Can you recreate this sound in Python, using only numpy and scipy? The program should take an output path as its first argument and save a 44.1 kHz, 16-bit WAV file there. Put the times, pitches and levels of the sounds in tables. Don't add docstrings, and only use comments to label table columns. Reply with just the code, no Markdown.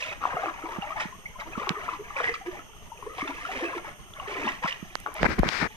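import sys
import numpy as np
from scipy import signal
from scipy.fft import rfft, irfft
from scipy.io import wavfile
from scipy.ndimage import uniform_filter1d, map_coordinates

SR = 44100
rng = np.random.default_rng(int(sys.argv[2]) if len(sys.argv) > 2 else 0)


def store_wav(level_fs):
    pcm = np.round(np.clip(np.atleast_2d(level_fs), -1, 1) * 32767)
    wavfile.write(sys.argv[1], SR, pcm.T.astype(np.int16))


N = 254007
TIME = np.arange(N) / SR
FREQS = np.maximum(np.fft.rfftfreq(N, 1 / SR), 1)


def amp(db):
    return 10 ** (np.asarray(db) / 20)


def pan(side_db):
    gains = amp(np.array([[side_db], [-side_db]]) / 2)
    return gains / np.sqrt(np.mean(gains ** 2))


def over_hz(table, column=1):
    columns = np.transpose(table)
    return np.interp(np.log(FREQS), np.log(columns[0]), columns[column])


def shape(x, gain):
    return irfft(rfft(x) * gain, N)


def unit(x):
    return x / np.sqrt(np.mean(x ** 2))


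def noise():
    return rng.standard_normal((2, N))


def wander(rate_hz):
    return unit(shape(rng.standard_normal(N), np.exp(-(FREQS / rate_hz) ** 2)))


def add(out, start_s, sound):
    start = max(int(start_s * SR), 0)
    part = sound[..., :max(N - start, 0)]
    out[..., start:start + part.shape[-1]] += part


def ring(hz, decay_s, glide, attack):
    age = np.arange(int(6 * decay_s * SR) + 2) / (decay_s * SR)
    swell = (1 - np.exp(-age / attack)) ** 2 * np.exp(-age)
    pitch_hz = hz * np.exp(glide * (age - 1))
    return swell / swell.max() * np.sin(2 * np.pi * np.cumsum(pitch_hz) / SR)


# pitch_hz, side_db, left_lead_radians
MIC_DIFFERENCES = [(300, 0, 0), (650, 0, .25), (880, 9, .5), (1080, 9, -.5), (1320, 5, 1.2), (1550, 2, 2.4),
                   (2100, -2, 2.3), (2800, -6, 1.8), (3400, 0, 1.3), (4200, 2, -1.4), (7000, 0, -2),
                   (12000, -4, -2)]


def two_mics(x):
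    tilt = amp(over_hz(MIC_DIFFERENCES) / 2)
    left = tilt * np.exp(1j * over_hz(MIC_DIFFERENCES, column=2) / 2)
    return shape(x, np.array([left, 1 / left]) / np.sqrt((tilt ** 2 + tilt ** -2) / 2))


def bubble_cloud(tone, count, cycles, wash_db, churn_db, size_spread=0.54):
    ringing = np.zeros((2, N))
    low_hz, high_hz = tone[0][0], min(tone[-1][0], SR / 4)
    for when, pitch, size, life, side in rng.random((count, 5)):
        hz = low_hz * (high_hz / low_hz) ** pitch
        strength = (1 - .97 * size) ** -size_spread
        note = ring(hz, cycles * (0.43 + life) / hz, glide=0.0091, attack=0.12)
        add(ringing, when * N / SR, strength * pan(8 * (side - .5)) * note)
    colour = amp(over_hz(tone))
    wash = (noise()[0] + .5 * noise()) * amp(churn_db * wander(120))
    cloud = unit(shape(ringing, colour)) + amp(wash_db) * unit(shape(wash, colour))
    power = uniform_filter1d(np.mean(cloud ** 2, axis=0), size=2400)
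    return two_mics(cloud / np.sqrt(power))


def leg_push(start_s, length_s, attack_s=0.017, build_db_per_s=18, release_s=0.0031, wake_s=0.04):
    age_s = TIME - start_s
    swell = np.clip(age_s / attack_s + .5, 0, 1)
    build = amp(build_db_per_s * (np.clip(age_s, 0, length_s) - length_s / 2))
    after_s = np.maximum(age_s - length_s, 0)
    wake = amp(-5)
    settle = (1 - wake) * np.exp(-after_s / release_s) + wake * np.exp(-after_s / wake_s)
    return swell * build * settle


# pitch_hz, gain_db
GURGLE_TONE = [(150, -42), (290, 2), (420, 8.5), (640, 4.5), (1000, -31.5)]
SPLASH_TONE = [(400, -37), (640, -2), (900, 1.5), (1250, 5.5), (1600, -2), (2400, -78)]
SPRAY_TONE = [(1000, -47), (1700, 6), (2200, 4), (2800, -3), (3200, -7.5), (3750, -14), (4400, -19),
              (5500, -15), (8000, -23.5), (12000, -27.5), (15000, -66)]
# gurgle_db, splash_db, spray_db
LAPPING = (-61, -56.5, -63)
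# start_s, length_s, gurgle_db, splash_db, spray_db
LEG_PUSHES = [(0.0, 0.14, -49.5, -43, -45), (0.209, 0.13, -49, -35, -41), (0.308, 0.19, -42.5, -36, -39),
              (0.528, 0.08, -56, -44.5, -45.5), (0.614, 0.16, -48, -38, -43.5),
              (0.809, 0.12, -57.5, -40, -42.5), (0.957, 0.053, -56, -36.5, -38),
              (0.996, 0.024, -47.5, -32, -31.5), (1.39, 0.031, -61, -37.5, -47.5),
              (1.464, 0.012, -38.5, -41, -49), (1.513, 0.04, -58, -43, -48.5),
              (1.571, 0.15, -42.5, -36, -43.5), (1.74, 0.21, -50.5, -40, -42.5),
              (2.036, 0.16, -64, -48.5, -45.5), (2.159, 0.057, -51, -31.5, -31),
              (2.228, 0.068, -45, -39.5, -29.5), (2.46, 0.015, -47, -40, -39),
              (2.508, 0.089, -51.5, -45.5, -45), (2.983, 0.21, -51.5, -53, -53.5),
              (3.176, 0.046, -55, -38.5, -37.5), (3.237, 0.042, -44, -39, -44),
              (3.287, 0.021, -38, -34.5, -41), (3.333, 0.19, -54.5, -45, -43),
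              (3.506, 0.16, -40, -40, -37.5), (3.661, 0.12, -44.5, -38, -41),
              (3.842, 0.05, -49, -41.5, -42.5), (4.15, 0.22, -56.5, -43, -47),
              (4.272, 0.2, -39.5, -39, -36.5), (4.454, 0.041, -45.5, -32.5, -31),
              (4.628, 0.034, -41, -31.5, -41), (4.67, 0.021, -52, -48, -40),
              (4.714, 0.012, -65, -57, -45.5), (5.063, 0.024, -45.5, -35.5, -61),
              (5.147, 0.06, -56, -39, -50)]


def wading():
    effort = amp(LAPPING)[:, None] * np.ones(N)
    for start_s, length_s, *levels_db in LEG_PUSHES:
        effort = np.maximum(effort, amp(levels_db)[:, None] * leg_push(start_s, length_s))
    gurgle_gain, splash_gain, spray_gain = effort
    gurgle = bubble_cloud(GURGLE_TONE, count=800, cycles=5.7, wash_db=-14.5, churn_db=1.0)
    splash = bubble_cloud(SPLASH_TONE, count=1900, cycles=10.2, wash_db=-7, churn_db=5)
    spray = bubble_cloud(SPRAY_TONE, count=4200, cycles=12, wash_db=-3, churn_db=2.5, size_spread=.41)
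    churned = gurgle_gain * gurgle + splash_gain * splash + spray_gain * amp(-1.5) * spray
    return churned + fine_drops(spray, spray_gain)


# time_s, gain_db
DROP_AMOUNT = [(0, 11.5), (.4, -24.5), (1.5, 0), (2.15, -23), (2.55, -24), (3.22, -3.5), (3.5, -7.5),
               (4.42, -15.5), (4.63, 6), (4.72, 9)]


def fine_drops(spray, spray_gain, low_hz=3900, high_hz=5760):
    brighten = np.minimum(FREQS, low_hz) ** 2 / (1 + (FREQS / high_hz) ** 2)
    thrown = spray_gain * amp(np.interp(TIME, *np.transpose(DROP_AMOUNT)))
    return (thrown + slap_bursts()) * unit(shape(spray, brighten))


def bank_echo(x, fade_s, echo_db):
    t = TIME[:SR // 2]
    tail = rng.standard_normal((2, len(t))) * amp(-60 * t / fade_s) * (1 - np.exp(-t / 0.0028))
    tail = signal.sosfilt(signal.butter(1, 3500, fs=SR, output="sos"), tail)
    tail /= np.sqrt(np.sum(tail ** 2) / 2)
    return amp(echo_db) * signal.fftconvolve(x, tail, axes=1)[:, :N]


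# pitch_hz, level_db_per_hz
STREAM_TONE = [(20, -68.5), (90, -76.5), (200, -79), (320, -92), (480, -100), (700, -92), (1100, -90),
               (1600, -104), (2050, -91.5), (2500, -99), (3600, -103), (4800, -107), (7500, -113),
               (10000, -113), (13000, -119), (15500, -132)]


def stream():
    hiss = unit(noise() + 0.33 * noise()[0])
    murmur = shape(hiss, np.sqrt(SR / 2) * amp(over_hz(STREAM_TONE)))
    return two_mics(murmur) * amp(2.65 * wander(24))


# pitch_hz, width_hz, level_db_per_hz, side_db
INSECT_CHOIRS = [(2960, 227, -85.5, -9.5), (5730, 540, -101, 26), (6224, 295, -89.5, 0.5),
                 (8570, 250, -94, -1), (11740, 490, -97, -7)]


def insects():
    out = np.zeros((2, N))
    for hz, width_hz, db, side_db in INSECT_CHOIRS:
        band = np.sqrt(SR / 2) * np.exp(-((FREQS - hz) / width_hz / 2) ** 2)
        out += pan(side_db) * shape(noise(), band) * amp(db + wander(19))
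    return out


# start_s, pitch_hz, level_db, cycles_per_decay
LOUD_BUBBLES = [(0.239, 1240, -11.5, 2), (0.2538, 1030, -16, 1.9), (0.3685, 735, -22, 4),
                (0.3691, 1270, -20, 3.4), (.432, 776, -23, 7), (.458, 690, -23, 1.7),
                (0.4579, 1350, -24, 4), (0.483, 1280, -20.5, 2.7), (.635, 318, -30.5, 2.7),
                (0.658, 980, -24, 2.4), (.76, 630, -38, 4.5), (.821, 2800, -26.5, 10),
                (.823, 822, -27, 17.3), (.905, 1180, -28, 6.3), (.92, 1220, -29.5, 4.6),
                (0.9575, 856, -29, 8.7), (1.123, 1046, -37, 12), (1.256, 2140, -27.5, 17),
                (1.355, 1020, -37.5, 8.3), (1.53, 2580, -34.5, 19), (1.553, 1314, -27.5, 8.5),
                (1.577, 1135, -26.5, 9.1), (1.613, 1000, -30, 5.6), (1.67, 1130, -20.5, 5.3),
                (1.761, 1224, -26.5, 11), (1.879, 1017, -28, 6.9), (1.889, 1224, -22.5, 5.1),
                (1.934, 1176, -30, 9.7), (2.105, 1200, -31, 7.7), (2.163, 550, -30, 5.1),
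                (2.201, 486, -29.5, 6.9), (2.243, 1860, -11, 2.5), (2.274, 2026, -18, 21),
                (2.34, 4730, -32, 6.7), (2.34, 1280, -27.5, 6.3), (2.362, 1316, -31, 5.6),
                (2.409, 786, -40.5, 10.4), (2.593, 1324, -34, 9.3), (2.917, 916, -32, 9.4),
                (2.974, 2540, -41.5, 19), (3.025, 1070, -30.5, 6), (3.064, 1060, -33.5, 5.8),
                (3.095, 1258, -39, 30), (3.183, 1077, -29, 8.8), (3.218, 1130, -25, 6.5),
                (3.226, 283, -25, 1.6), (3.295, 770, -29.5, 3), (3.45, 1365, -28, 12.6),
                (3.489, 758, -30.5, 11.6), (3.623, 339, -24.5, 6.5), (3.644, 2630, -34.5, 84),
                (4.137, 3320, -36.5, 5), (4.199, 1103, -27, 5.6), (4.1982, 2820, -27.5, 6.1),
                (4.449, 232, -32, 3.8), (4.469, 853, -23.5, 6), (4.478, 2650, -20.5, 8.4),
                (4.639, 1055, -26.5, 12), (4.659, 1350, -19.5, 3.7), (4.709, 2860, -18.5, 3.4),
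                (4.7255, 2770, -26, 5.4), (5.0628, 1450, -14, 1.7), (5.072, 1110, -22, 2.7)]


def single_bubbles():
    out = np.zeros(N)
    for start_s, hz, db, cycles in LOUD_BUBBLES:
        add(out, start_s, amp(db) * ring(hz, cycles / hz, glide=0.02, attack=0.18))
    return out


def waver(x, rate_hz=80, shift_s=0.0001, depth_db=2.5):
    bent = map_coordinates(x, [(TIME + shift_s * wander(rate_hz)) * SR])
    return bent * amp(depth_db * wander(rate_hz))


# start_s, pitch_hz, level_db, side_db
BUMPS = [(0.341, 163, -33, -16), (0.7841, 202, -24.5, -14), (1.054, 196, -28.5, -16),
         (1.5759, 233, -23, -13), (1.7042, 187, -21, -13), (4.645, 187, -25, -14), (4.826, 196, -28, -17),
         (5.2293, 189, -18, -11), (5.287, 240, -22.5, 6), (5.392, 186, -13, -4), (5.458, 176, -22, -20),
         (5.625, 187, -22, -5)]


def thuds():
    out = np.zeros((2, N))
    for start_s, hz, db, side_db in BUMPS:
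        gain = amp(db) * pan(side_db)
        add(out, start_s, -gain * ring(hz, decay_s=1 / hz, glide=-0.066, attack=0.37))
        add(out, start_s, gain * 0.25 * ring(1.81 * hz, decay_s=0.61 / hz, glide=-0.15, attack=0.95))
    rocking = ring(hz=47, decay_s=0.014, glide=-0.12, attack=0.23)
    add(out, start_s=5.396, sound=amp(-13.5) * pan(29) * rocking)
    return out


# start_s, level_db
LEG_SLAPS = [(0.999, -29), (1.397, -32.5), (2.339, -29), (3.274, -31.5)]


def slap_bursts(attack_s=0.0041, decay_s=0.01):
    gain, t = np.zeros(N), TIME[:SR // 4]
    burst = (1 - np.exp(-t / attack_s)) * np.exp(-t / decay_s)
    for start_s, db in LEG_SLAPS:
        add(gain, start_s, amp(db) * burst)
    return gain


# start_s, pitch_hz, level_db, side_db
TWIG_TAPS = [(1.693, 3200, -0.5, -36), (1.6938, 3670, -20, -23), (4.9548, 1240, -9, -35),
             (4.954, 4440, -11.5, -42), (5.002, 9500, -24.5, -25), (5.142, 10700, -20.5, -27),
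             (5.2309, 1640, 0.5, 19), (5.2317, 504, -8, 4), (5.2448, 895, -4, -36), (5.296, 11900, -35, 10),
             (5.392, 1310, -19, 14), (5.393, 10700, -25, 5), (5.392, 4030, -18, 7),
             (5.4329, 636, -2.5, -23), (5.4896, 3040, -1, -45), (5.6289, 1210, -12, 14)]


def twig_taps(width_share=1.27, widest_hz=4500):
    out, t = np.zeros((2, N)), TIME[:SR // 50]
    for start_s, hz, db, side_db in TWIG_TAPS:
        width_hz = min(width_share * hz, widest_hz)
        top_hz = min(4 * hz, 4000 + 1.4 * hz, 14000)
        swing = np.exp(-np.pi * width_hz * t / 2) * np.sin(2 * np.pi * hz * t)
        swing = signal.sosfilt(signal.butter(1, hz / 3, "high", fs=SR, output="sos"), swing)
        swing = signal.sosfilt(signal.butter(4, top_hz, fs=SR, output="sos"), swing)
        gains = pan(side_db)
        add(out, start_s, amp(db) * gains / gains.max() * swing / np.abs(swing).max())
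    return out


# start_s, length_s, pitch_hz, level_db
AIR_POCKETS = [(1.761, 0.035, 420, -33.5), (1.983, 0.052, 416, -33.5), (2.267, 0.081, 467, -33.5),
               (2.455, 0.062, 358.3, -27.5), (3.06, 0.023, 433, -30), (3.752, 0.039, 360, -33)]


def glugs(rise_share=0.15):
    out = np.zeros(N)
    for start_s, length_s, hz, db in AIR_POCKETS:
        progress = np.linspace(0, 1, int(length_s * SR))
        phase = 2 * np.pi * np.cumsum(hz * (1 + rise_share * (progress - .5))) / SR
        add(out, start_s, amp(db) * np.sin(np.pi * progress) ** 2 * np.sin(phase))
    return out


# time_s, pitch_hz, level_db
CICADA_SONGS = [
    [(2.5, 9000, -100), (3.0, 9050, -61.5), (4.25, 9060, -64.5), (4.7, 9000, -100)],
    [(4.15, 7600, -100), (4.35, 8000, -83), (4.6, 7860, -76), (5.3, 8100, -102.5)],
]


def cicadas():
    out = np.zeros((2, N))
    for song in CICADA_SONGS:
        time_s, hz, db = np.transpose(song)
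        note = np.cos(2 * np.pi * np.cumsum(np.interp(TIME, time_s, hz)) / SR)
        roughness = unit(shape(noise(), np.exp(-(FREQS / 160) ** 2)))
        out += amp(np.interp(TIME, time_s, db)) * pan(-5) * roughness * note
    return out


# pitch_hz, gain_db
CASE_TONE = [(150, -15), (450, -3.5), (1000, 8), (1700, 11.5), (2400, 7), (3000, -22), (5000, -31),
             (9000, -30), (15000, -70)]
HISS_TONE = [(800, -9), (1700, 1.5), (3000, 5.5), (5200, 5), (6300, -5.5), (8000, -14), (12500, -25),
             (15000, -27)]
RUMBLE_TONE = [(20, -16), (45, 10.5), (90, 1), (190, 3), (350, 2), (700, -5), (2000, -62)]
# start_s, end_s, level_db, side_db, hiss_gain_db, rumble_gain_db
LEAF_SCRAPES = [(5.18, 5.466, -45, 8, -11, 1.5), (5.203, 5.27, -37, -22, -6.5, 7),
                (5.25, 5.27, -18, 14, -29, -7), (5.278, 5.347, -34, 16, -10, 1),
                (5.382, 5.402, -31, 7, -21, 7), (5.426, 5.501, -33, 7, -16, -1.5),
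                (5.474, 5.638, -32.5, 20, -3, -14), (5.602, 5.676, -27, 16.5, -18, -4.5)]


def leaf_scrapes(slips_per_s=14000, fade_share=0.33):
    slips = (rng.random((2, N)) < slips_per_s / SR) * rng.standard_normal((2, N))
    slips = slips + shape(slips[::-1], 1 / (1 + (FREQS / 600) ** 4))
    case = unit(shape(slips, amp(over_hz(CASE_TONE))))
    hiss = unit(shape(slips, amp(over_hz(HISS_TONE))))
    rumble = unit(shape(noise() + 0.56 * noise()[0], amp(over_hz(RUMBLE_TONE))))
    out = np.zeros((2, N))
    for start_s, end_s, db, side_db, hiss_db, rumble_db in LEAF_SCRAPES:
        fade_s = fade_share * (end_s - start_s)
        contact = np.clip(np.minimum(TIME - start_s, end_s - TIME) / fade_s + 0.19, 0, 1)
        rubbing = pan(side_db) * (case + amp(hiss_db) * hiss)
        out += amp(db) * contact * (rubbing + amp(rumble_db) * rumble)
    return out


def scene():
    water = wading() + two_mics(waver(single_bubbles() + glugs()))
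    echo = bank_echo(water, fade_s=0.45, echo_db=-16.5)
    at_phone = thuds() + twig_taps() + leaf_scrapes()
    forest = stream() + insects() + cicadas()
    return water + echo + at_phone + forest


def record(dry):
    treble_cut = signal.ellip(8, .2, 70, 15400, fs=SR, output="sos")
    return signal.sosfilt(treble_cut, np.tanh(dry))


dry = scene()
out = record(dry)
store_wav(out)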